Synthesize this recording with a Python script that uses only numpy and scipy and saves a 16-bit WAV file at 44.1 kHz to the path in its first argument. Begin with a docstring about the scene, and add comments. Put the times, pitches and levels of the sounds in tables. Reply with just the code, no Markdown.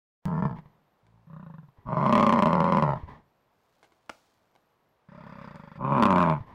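"""The sound switches on with a sharp click; over faint grassland wind and an insect trill, a buffalo grunts.
Its vocal folds flap, stick and burst open, ringing a long throat; one effort drives chest, mouth and rasp.
It rumbles, then swells from a slow growl into a bellow that ends in a slack flap and a huff of air.
Dry stalks rustle and snap under the hooves. Then a second growl swells into a bellow, its loudest
pulses overloading the microphone, and a last huff dies away."""
import sys
import numpy as np
from scipy import signal
from scipy.io import wavfile

SR = 44100
rng = np.random.default_rng(int(sys.argv[2]) if len(sys.argv) > 2 else 0)


def wrap_up_sound(samples):
    """Save the sound to the file named by the first command line argument, as 16-bit audio."""
    columns = np.atleast_2d(samples).T
    # keep every value between -1 and 1, then stretch to whole-number steps
    tamed = np.clip(columns, -1, 1)
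    steps = np.round(tamed * 32767).astype(np.int16)
    wavfile.write(sys.argv[1], SR, steps)


N = 288414
TIME = np.arange(N) / SR


def gain_of(db):
    """Turns decibels into a multiplier."""
    return 10 ** (np.asarray(db) / 20)


def evened(x):
    """Scales a sound to an average (rms) level of 1."""
    return x / np.sqrt(np.mean(x ** 2) + 1e-20)


def steadied(x, span_s):
    """Holds the running level near 1 while keeping the single pulses."""
    window = np.hanning(int(span_s * SR))
    weight = signal.fftconvolve(np.ones(len(x)), window, "same")
    power = signal.fftconvolve(x ** 2, window, "same") / weight
    return x / np.sqrt(power + np.mean(x ** 2) / 100)


def curves(rows, t):
    """Joins the rows of a table by straight lines in time."""
    times, *columns = np.transpose(rows)
    return [np.interp(t, times, column) for column in columns]


def look_up(points, hz):
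    """Reads a table's value at any pitch."""
    pitches, values = np.transpose(points)
    return np.interp(np.log(hz + 1), np.log(pitches + 1), values)


def add(mix, start_s, sound):
    """Lays a sound into the mix."""
    part = mix[max(round(start_s * SR), 0):][:len(sound)]
    part += sound[:len(part)]


def colour(x, points, size=2048):
    """Shapes the tone of a sound with (pitch_hz, level_db) points."""
    log_gain = np.log(gain_of(look_up(points, abs(np.fft.fftfreq(size, 1 / SR)))))
    taps = np.fft.ifft(np.exp(np.conj(signal.hilbert(log_gain)))).real[:size // 2]
    return signal.fftconvolve(x, taps)[:len(x)]


def resonate(x, hz, width_hz):
    """Makes a sound ring at a pitch that may glide; narrower rings longer."""
    turn = np.exp(2j * np.pi * np.cumsum(hz * np.ones(len(x))) / SR)
    decay = np.exp(-np.pi * width_hz / SR)
    return 2 * (turn * signal.lfilter([1 - decay], [1, -decay], x / turn)).real


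# The tone of open air: pitch_hz, level_db
WIND_TONE = [(25, -16.5), (60, -9.5), (120, -3.5), (250, -7.5), (500, -5.5), (950, -5.5), (1500, -13.5),
             (2500, -20), (4000, -25.5), (8000, -36), (15500, -39)]
def wind(level_db=-70.5):
    """Moving air makes a soft, steady rush."""
    return gain_of(level_db) * evened(colour(rng.standard_normal(N), WIND_TONE))


# The tone of dry grass: pitch_hz, level_db
GRASS_TONE = [(1000, -2.5), (2500, -2.5), (4500, -2.5), (7000, -7), (11000, -15), (16000, -15)]
# How the rustling rises and falls: time_s, relative_level_db
RUSTLE_SWELLS = [(3.3, -88), (3.474, -94), (3.778, -81.5), (4.128, -87), (4.242, -81.5), (4.436, -86.5),
                 (4.758, -92.5), (5.0, -88)]
def rustle(spread_db=3, grains_per_s=2500, boost_db=4.5):
    """Hooves shuffle through dry grass, making many tiny ticks."""
    grains = rng.standard_normal(N) * gain_of(spread_db * np.minimum(rng.exponential(1, N), 5))
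    grains *= rng.random(N) < grains_per_s / SR
    shuffling = np.interp(TIME, [3.2, 3.5, 4.6, 5.0], [0, 1, 1, 0])
    level_db = curves(RUSTLE_SWELLS, TIME)[0] + boost_db
    return shuffling * gain_of(level_db) * evened(colour(grains, GRASS_TONE))


# Bouts of insect song: start_s, end_s, pitch_hz
INSECT_TRILLS = [(0.303, 1.02, 13000), (1.213, 2.012, 12900), (2.23, 3, 13000), (3.203, 4.018, 13000),
                 (4.305, 5.013, 12850), (5.19, 5.9, 13100), (6.204, 6.535, 12900)]
def insect(level_db=-92):
    """An insect's wings make a thin, high trill that comes and goes."""
    out = np.zeros(N)
    for start_s, end_s, hz in INSECT_TRILLS:
        wing = resonate(resonate(rng.standard_normal(SR), hz, 200), hz, 200)
        wing = wing[:int((end_s - start_s) * SR)]
        add(out, start_s, gain_of(level_db) * evened(wing) * signal.windows.tukey(len(wing), .15))
    return out


# How long the plain's echo takes to fade by 60 dB: pitch_hz, fade_s
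ECHO_FADES = [(100, 1), (1000, 0.32), (4000, 0.18), (12000, 0.33)]
def field_echo(x, early_db, tail_db, early_s=0.028):
    """Sound bounces off nearby bodies and ground, then the plain adds a faint tail."""
    t = np.arange(SR * 3 // 4) / SR
    bounces = rng.choice([-1., 1.], len(t)) * (rng.random(len(t)) < 2500 / SR) * (t > .004)
    hz, frame_s, spectrum = signal.stft(bounces, SR, nperseg=256)
    fade = gain_of(-60 * frame_s / look_up(ECHO_FADES, hz)[:, None])
    tail = signal.istft(spectrum * fade, SR, nperseg=256)[1][:len(t)]
    early = bounces * np.exp(-t / early_s)
    echo = gain_of(early_db) * early / np.linalg.norm(early)
    echo += gain_of(tail_db) * tail / np.linalg.norm(tail)
    return x + signal.fftconvolve(x, echo)[:N]


def switch_on_click(start_s=.255, peak_db=-24.5, decay_s=0.0013):
    """The sound switches on with a sharp click."""
    out = np.zeros(N)
    add(out, start_s, gain_of(peak_db) * np.exp(-TIME[:SR // 20] / decay_s))
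    return out


# Dry stalks snapping: start_s, peak_db, decay_s
STALK_SNAPS = [(1.067, -53, 0.0036), (3.829, -45, 0.01), (3.842, -51, 0.015), (3.921, -52, 0.0064),
               (4.0942, -31, 0.0021), (4.0984, -24, 0.001), (4.553, -49.5, 0.0022), (4.561, -48.5, .002),
               (5.558, -37.5, 0.0006)]
# The tone of a snap: pitch_hz, level_db
SNAP_TONE = [(25, -40), (80, -12), (200, -16), (340, -4), (450, -7), (770, -2), (950, -5), (1320, -13.5),
             (1550, -6.5), (1750, -17.5), (2120, -8.5), (2550, -17), (2970, -15.5), (5600, -24.5),
             (10000, -31), (15000, -49)]
# The thickest stalk knocks as it breaks: start_s, level_db
STALK_KNOCKS = [(4.095, -30), (4.0985, -28)]
# The notes in each knock: pitch_hz, relative_level_db, decay_s
KNOCK_NOTES = [(152, -17, .005), (327, -7, .0035), (510, -7.5, 0.0019), (760, -7, 0.0018),
               (1320, 1.5, 0.0024), (2980, -2, 0.00074)]
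def stalks(settle_db=-41, settle_s=0.12, size=16384):
    """Each stalk cracks and splinters; then the grass around it settles."""
    out, t = np.zeros(N), np.arange(size) / SR
    for start_s, db, decay_s in STALK_SNAPS:
        splinters = rng.standard_normal(size) * np.exp(-t / decay_s)
        splinters[0] += 5  # the first sharp crack
        snap = colour(splinters, SNAP_TONE)
        grass = evened(colour(rng.standard_normal(size), GRASS_TONE))
        settling = gain_of(settle_db) * grass * np.exp(-t / settle_s)
        add(out, start_s, gain_of(db) * (snap / abs(snap).max() + settling))
    for start_s, db in STALK_KNOCKS:
        for k, (hz, note_db, decay_s) in enumerate(KNOCK_NOTES):
            note = np.exp(-t / decay_s) * np.sin(2 * np.pi * hz * t)
            add(out, start_s, -(-1) ** k * gain_of(db + note_db) * note)
    return out


# The tone of the buffalo's breath: pitch_hz, level_db
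BREATH_TONE = [(30, 1.5), (130, 9.5), (300, 1), (600, -4.5), (750, -4.5), (980, 7.5), (1400, -14.5),
               (1900, -6), (2600, -22), (3200, -21), (5500, -34), (8000, -46), (15000, -48.5)]
# Breaths blown out: start_s, fade_s, level_db
BREATH_HUFFS = [(0.548, 0.064, -46), (0.618, 0.25, -65.5), (1.758, 0.16, -63), (2.941, 0.15, -45),
                (3.069, 0.13, -44), (6.357, 0.15, -50), (6.457, 0.36, -50.5)]
def huffs(rise_s=0.02, fade_db=-16.5):
    """Spare air rushes out through the open throat and dies away."""
    out = np.zeros(N)
    for start_s, fade_s, db in BREATH_HUFFS:
        t = np.arange(0, 2 * fade_s, 1 / SR)
        air = evened(colour(rng.standard_normal(len(t)), BREATH_TONE))
        add(out, start_s, air * np.minimum(t / rise_s, 1) * gain_of(db + fade_db * (t / fade_s) ** 2))
    return out


# Last flaps after a call: start_s, thump_db, throat_hz, puff_db
SLACK_FLAPS = [(0.586, -33.5, 159, -41), (0.657, -42.5, 141, -51), (1.685, -45.5, 134, -55.5),
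               (1.785, -44.5, 96, -59), (3.034, -27.5, 77.2, -53), (6.406, -26.5, 115, -44.5)]
def slack_flaps(thump_s=.011, puff_s=0.0076, size=4096):
    """Each loose closing of the vocal folds thumps the throat and lets out a puff of air."""
    out, t = np.zeros(N), np.arange(size) / SR
    for start_s, thump_db, throat_hz, puff_db in SLACK_FLAPS:
        thump = np.exp(-t / thump_s) * np.sin(2 * np.pi * throat_hz * t)
        puff = np.exp(-t / puff_s) * evened(colour(rng.standard_normal(size), BREATH_TONE))
        add(out, start_s, gain_of(thump_db) * thump + gain_of(puff_db) * puff)
    return out


def waver(count, share=.018, span_s=.09):
    """Wanders slowly around 1: a soft throat never holds its ringing quite still."""
    drift = signal.fftconvolve(rng.standard_normal(count), np.hanning(int(span_s * SR)), "same")
    return 1 + share * evened(drift)


# The stuck vocal folds burst open: start_s, extra_db
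FOLD_BURSTS = [(0.2605, 0.5), (0.3267, 4), (0.3526, 0.5), (.378, 1), (0.4233, 11), (0.4526, 15.5),
               (.51, 3.5), (1.929, 5), (1.969, 6), (2.0625, 4.5), (2.0943, 5), (2.1255, 10), (2.153, 9.5),
               (2.178, 8), (2.197, 8), (2.2268, 8), (2.2654, 7), (2.293, 7), (2.325, 7.5), (2.371, 1),
               (2.39, 5.5), (2.423, 11.5), (2.4571, 9), (2.53, 5.5), (2.5525, 5), (2.58, 4.5), (2.604, 7.5),
               (2.642, 4), (2.677, 0.5), (2.7225, 6.5), (2.7479, 3.5), (2.77, 5.5), (2.824, 7.5),
               (2.891, 3), (2.934, 2), (2.957, 3), (5.544, -1), (5.556, 0), (5.848, 4.5), (5.921, 4.5),
               (6.0241, 8.5), (6.054, 7), (6.1048, 5), (6.126, 4.5), (6.159, 4.5), (6.298, 4)]
def vocal_folds(t, rate_hz, jitter_s, shimmer_db, limp_db=5.5, limp_above_hz=118, stick=0.78):
    """The folds click each time they close; a burst restarts them with a brief extra push."""
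    bursts = [(t[0], 0)] + [row for row in FOLD_BURSTS if t[0] < row[0] < t[-1]]
    turns, clicks = np.cumsum(rate_hz) / SR, np.zeros(len(t))
    for (start_s, extra_db), (end_s, next_db) in zip(bursts, bursts[1:] + [(t[-1], 0)]):
        late, uneven = rng.standard_normal((2, 64))
        first, last = np.interp([start_s, end_s], t, turns)
        k = np.arange(max(round(last - first), 1))
        step = (last - first) / len(k) if end_s < t[-1] else 1  # whole cycles between bursts
        click_s = np.interp(first + step * k, turns, t) + jitter_s * late[k] * (k > 0)
        db = extra_db * np.exp(-(k / 1.25) ** 2) + shimmer_db * uneven[k] * (k > 0)
        tight = np.interp(click_s, t, rate_hz) > limp_above_hz
        db -= limp_db * (k % 2) * tight  # tight folds alternate strong and weak
        db[-1] -= stick * next_db * (len(k) > 2) * (next_db > 5)  # they stick before a big burst
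        samples = np.round((click_s - t[0]) * SR).astype(int)
        np.add.at(clicks, np.clip(samples, 0, len(t) - 1), gain_of(db))
    return clicks


def chest_boom(pulses, breath, throat_hz, width_hz):
    """Pulses ring the throat's lowest note; breath in the open throat only rumbles."""
    ring = resonate(pulses, throat_hz * waver(len(pulses)), width_hz)
    ring += 0.35 * resonate(breath, throat_hz, 150)
    return colour(ring, [(8, -18), (30, 3.5), (50, 7.5), (80, -1.5), (140, 4.5), (230, 0),
                         (310, -15.5), (600, -4.5), (2000, -36.5), (8000, -53.5)])


# Upper notes of throat and muzzle: base_pitch_hz, width_hz, relative_level_db
MUZZLE_NOTES = [(814, 360, -11.5), (949.6, 59, 0.5), (1008, 48, 3.5), (1101.6, 22, 1.5), (1417, 120, -0.5)]
def muzzle_ring(drive, shift, second_hz, second_db, nose_hz, nose_db):
    """Throat, nose and moving mouth ring together, giving the call its vowel."""
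    ring = gain_of(second_db) * resonate(drive, second_hz, 41)
    ring += gain_of(nose_db) * resonate(drive, nose_hz, 70)
    ring += sum(gain_of(db) * resonate(drive, hz * shift, width) for hz, width, db in MUZZLE_NOTES)
    return colour(ring, [(150, -14.5), (400, 10), (1250, 5), (1650, -19), (2600, -27), (8000, -61)])


def throat_rasp(clicks, air, notes, mouth, flap):
    """Clicks and rushing air ring the throat's highest notes."""
    drive = colour(clicks, [(2400, -2), (4000, -7), (8000, -24.5)]) + air
    rasp = np.zeros(len(clicks))
    for base_hz, width, db in notes:
        hz = base_hz * mouth * (1 + .7 * flap * (base_hz < 3000))
        rasp += gain_of(db) * resonate(resonate(drive, hz, width), hz, width)
    return rasp


MOUTH_GROWTH, RASP_GROWTH = 1.158, 1.88  # dB gained per dB of effort; the chest gains 1
OPEN_S, SHUT_DB = 0.037, -9  # the mouth opens as a call starts; shut, it muffles the muzzle
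MOUTH_FOLLOWS, MOUTH_SAG_PER_S = .12, 0.054  # upper notes follow the lowest a little and slowly sink
HOARSE_DB, HOARSE_S = 10.5, 0.089  # the rasp stands out at the end of a call
def call(shape, rasp_notes, jitter_s, shimmer_db, rough, hiss, puff_s, chest_width_hz, flutter,
         nose_hz, nose_db, second_db, gape, shut_s, chest_db, mouth_db, rasp_db, seal=0):
    """Fold clicks and puffs of air ring chest, muzzle and rasp; effort brightens the voice."""
    t = np.arange(shape[0][0], shape[-1][0], 1 / SR)
    effort_db, rate_hz, first_hz, second_hz = curves(shape, t)
    opening = np.clip(np.minimum((t - t[0]) / OPEN_S, (t[-1] - t) / shut_s), 0, 1)
    hoarse_db = HOARSE_DB * np.exp((t - t[-1]) / HOARSE_S)
    sag = 1 - MOUTH_SAG_PER_S * (t - t[0])
    mouth = gape * (first_hz / first_hz.max()) ** MOUTH_FOLLOWS * sag * waver(len(t))

    clicks = evened(vocal_folds(t, rate_hz, jitter_s, shimmer_db))
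    flow = evened(signal.lfilter([1], [1, -np.exp(-1 / (puff_s * SR))], clicks))
    air = rng.standard_normal(len(t))
    leak = (rate_hz / rate_hz.max()) ** seal  # with seal above 0, slower folds leak less air
    puffs = evened((flow + 0.18) * air) * leak
    breath = air * np.clip((-10 - effort_db) / 10, 0, 1) * (rate_hz > 45)  # takes over at low effort
    last_click_s = np.maximum.accumulate(t * (clicks > 0))
    cycle = np.minimum((t - last_click_s) * rate_hz, 1)
    flap = flutter * (cycle - .3)  # slow pulses flap the throat: its notes rise through each cycle

    chest = chest_boom(clicks + 0.28 * rough * puffs, breath, first_hz, chest_width_hz)
    drive = clicks + rough * puffs + 1.2 * breath
    muzzle = muzzle_ring(drive, mouth * (1 + flap), second_hz, second_db, nose_hz, nose_db)
    rasp = throat_rasp(clicks, hiss * puffs + 0.5 * breath, rasp_notes, mouth, flap)
    fizz = colour(evened((flow + 1) * air), [(2000, -14.5), (6000, -1.5), (9000, -10.5), (15000, -22)])
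    rasp += gain_of(-36 - hoarse_db) * fizz
    parts = [(chest, chest_db + effort_db),
             (muzzle, mouth_db + MOUTH_GROWTH * effort_db + SHUT_DB * (1 - opening)),
             (rasp, rasp_db + RASP_GROWTH * effort_db + hoarse_db)]
    voice = sum(gain_of(db) * steadied(part, span_s=0.11) for part, db in parts)
    return t[0], voice * np.clip((t[-1] - t) / 0.01, 0, 1)


# How each call moves: time_s, effort_db, fold_rate_hz, first_throat_note_hz, second_throat_note_hz
OPENING_GRUNT = [(.255, -4, 101, 160, 610), (.33, -6, 81.3, 170.5, 643), (.4, -2.5, 84.6, 192, 630),
                 (.445, -2, 76.2, 176, 638), (.51, -7.5, 60.4, 159, 664), (.58, -24, 52.7, 133, 645)]
LOW_RUMBLE = [(1.03, -10.5, 53.8, 109, 546), (1.16, -2, 56.2, 110, 526), (1.27, -9, 56.7, 113, 545)]
FIRST_GROWL = [(1.27, -6.5, 34.6, 156, 550), (1.34, 0.5, 30.4, 161, 570), (1.4, 0, 31.25, 174.4, 600),
               (1.59, -1, 22, 161.6, 527), (1.72, -18.5, 12.4, 127, 540)]
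FIRST_BELLOW = [(1.853, -26.5, 114.1, 150, 600), (1.88, -11.5, 122.1, 156, 620),
                (2.02, -4.5, 141.9, 187.3, 631), (2.15, 0.5, 109.3, 230.6, 600),
                (2.32, -0.5, 100.8, 229, 562.6), (2.46, -1, 78.7, 212, 612), (2.57, -3, 81, 179.6, 556),
                (2.66, -3, 83.3, 208.2, 550.7), (2.79, -2, 73.04, 205.4, 553),
                (2.88, -5.5, 72.65, 142.2, 604), (2.94, -8, 63.6, 118.1, 629),
                (2.99, -21.5, 48.2, 100.4, 647)]
SECOND_GROWL = [(5.087, -6.5, 32.96, 182, 560), (5.2, -4, 34.86, 201, 616), (5.28, -2.5, 34.73, 200, 600),
                (5.35, -3, 33.78, 200, 577), (5.45, -1, 33.58, 202, 572), (5.56, -3.5, 25.57, 193, 565),
                (5.79, -7.5, 24.43, 180, 557)]
SECOND_BELLOW = [(5.775, -23.5, 116.8, 178, 585), (5.825, -10, 128.3, 188, 571),
                 (5.94, -3.5, 142.6, 197.4, 587), (6.04, 1.5, 102.7, 250, 565), (6.11, -1, 90.2, 228, 596),
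                 (6.2, -0.5, 89.2, 228, 611), (6.335, -5, 76.5, 164.5, 635), (6.4, -19, 66.8, 120.5, 622)]
# The throat's highest notes, one list a call (the rumble shares the first growl's):
# base_pitch_hz, width_hz, relative_level_db
RASP_NOTES = [
    [(1450, 80, -0.5), (1813, 200, 4), (2080, 230, -4.5), (2480, 84, -9), (3130, 960, -18),
     (4960, 820, -21.5)],
    [(1390, 200, -3), (1590, 260, -3.5), (2400, 620, -18), (3440, 340, -21), (4880, 1500, -47)],
    [(1843, 52, -1), (2040, 380, 2), (2396, 140, -6), (2690, 200, -8), (3140, 360, -9.5),
     (3950, 1000, -16.5), (4930, 620, -20)],
    [(1390, 450, 6.5), (1712, 100, 7.5), (2130, 370, 0.5), (3260, 550, -9.5), (4600, 520, -12),
     (5300, 390, -39)],
    [(1360, 340, 15.5), (1880, 110, -4), (2385, 280, 5.5), (2750, 200, -6.5), (3490, 310, -7.5),
     (4160, 860, -24.5), (6200, 570, -50.5)],
]
def buffalo():
    """A grunt, a closed-mouth rumble, then two growls that each swell into a bellow."""
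    out = np.zeros(N)
    add(out, *call(OPENING_GRUNT, RASP_NOTES[0], jitter_s=.0005, shimmer_db=1.8, rough=.25, hiss=.5,
                   puff_s=.005, chest_width_hz=42, flutter=0, nose_hz=467, nose_db=-4.5, second_db=0.5,
                   gape=0.96, shut_s=0.0086, chest_db=-23.5, mouth_db=-30.5, rasp_db=-46.5))
    add(out, *call(LOW_RUMBLE, RASP_NOTES[1], jitter_s=.0004, shimmer_db=.8, rough=.6, hiss=5,
                   puff_s=.011, chest_width_hz=40, flutter=0, nose_hz=400, nose_db=-19, second_db=-6,
                   gape=0.94, shut_s=.03, chest_db=-56.5, mouth_db=-69, rasp_db=-91))
    add(out, *call(FIRST_GROWL, RASP_NOTES[1], jitter_s=.0004, shimmer_db=.8, rough=.6, hiss=5,
                   puff_s=.011, chest_width_hz=24, flutter=.2, nose_hz=400, nose_db=-22, second_db=1,
                   gape=1.082, shut_s=0.22, chest_db=-45, mouth_db=-55, rasp_db=-68))
    add(out, *call(FIRST_BELLOW, RASP_NOTES[2], jitter_s=.0007, shimmer_db=1.3, rough=.2, hiss=.9,
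                   puff_s=.004, chest_width_hz=36, flutter=0, nose_hz=378, nose_db=-10, second_db=1.5,
                   gape=1.06, shut_s=0.056, chest_db=-22.5, mouth_db=-20.5, rasp_db=-40))
    add(out, *call(SECOND_GROWL, RASP_NOTES[3], jitter_s=.0009, shimmer_db=1.2, rough=1.8, hiss=4,
                   puff_s=.018, chest_width_hz=75, flutter=.4, nose_hz=366, nose_db=-29, second_db=5,
                   gape=1.045, shut_s=0.022, chest_db=-44.5, mouth_db=-47, rasp_db=-51.5, seal=2.5))
    add(out, *call(SECOND_BELLOW, RASP_NOTES[4], jitter_s=.0002, shimmer_db=1, rough=.14, hiss=.6,
                   puff_s=.004, chest_width_hz=42, flutter=0, nose_hz=354.5, nose_db=-4, second_db=0,
                   gape=1.037, shut_s=0.083, chest_db=-22.5, mouth_db=-20.5, rasp_db=-31))
    return out + slack_flaps() + huffs()


def scene():
    """After a click, the buffalo and the stalks echo lightly over wind, grass and insect."""
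    foreground = field_echo(switch_on_click() + buffalo(), early_db=-16, tail_db=-30)
    snaps = field_echo(stalks(), early_db=-15, tail_db=-29)
    fade_in = np.clip((TIME - .22) / 0.034, 0, 1)
    background = (wind() + rustle() + insect()) * fade_in
    return (foreground + snaps + background)[None]


def record(dry, ceiling=0.23, hardness=12, top_hz=15850):
    """The microphone overloads, flattening the loudest peaks; the highest treble is cut."""
    clipped = dry / (1 + (dry / ceiling) ** (2 * hardness)) ** (1 / (2 * hardness))
    treble_cut = signal.firwin(511, top_hz, window=("kaiser", 9), fs=SR)
    return signal.oaconvolve(clipped, treble_cut[None], "same")


dry = scene()
out = record(dry)
wrap_up_sound(out)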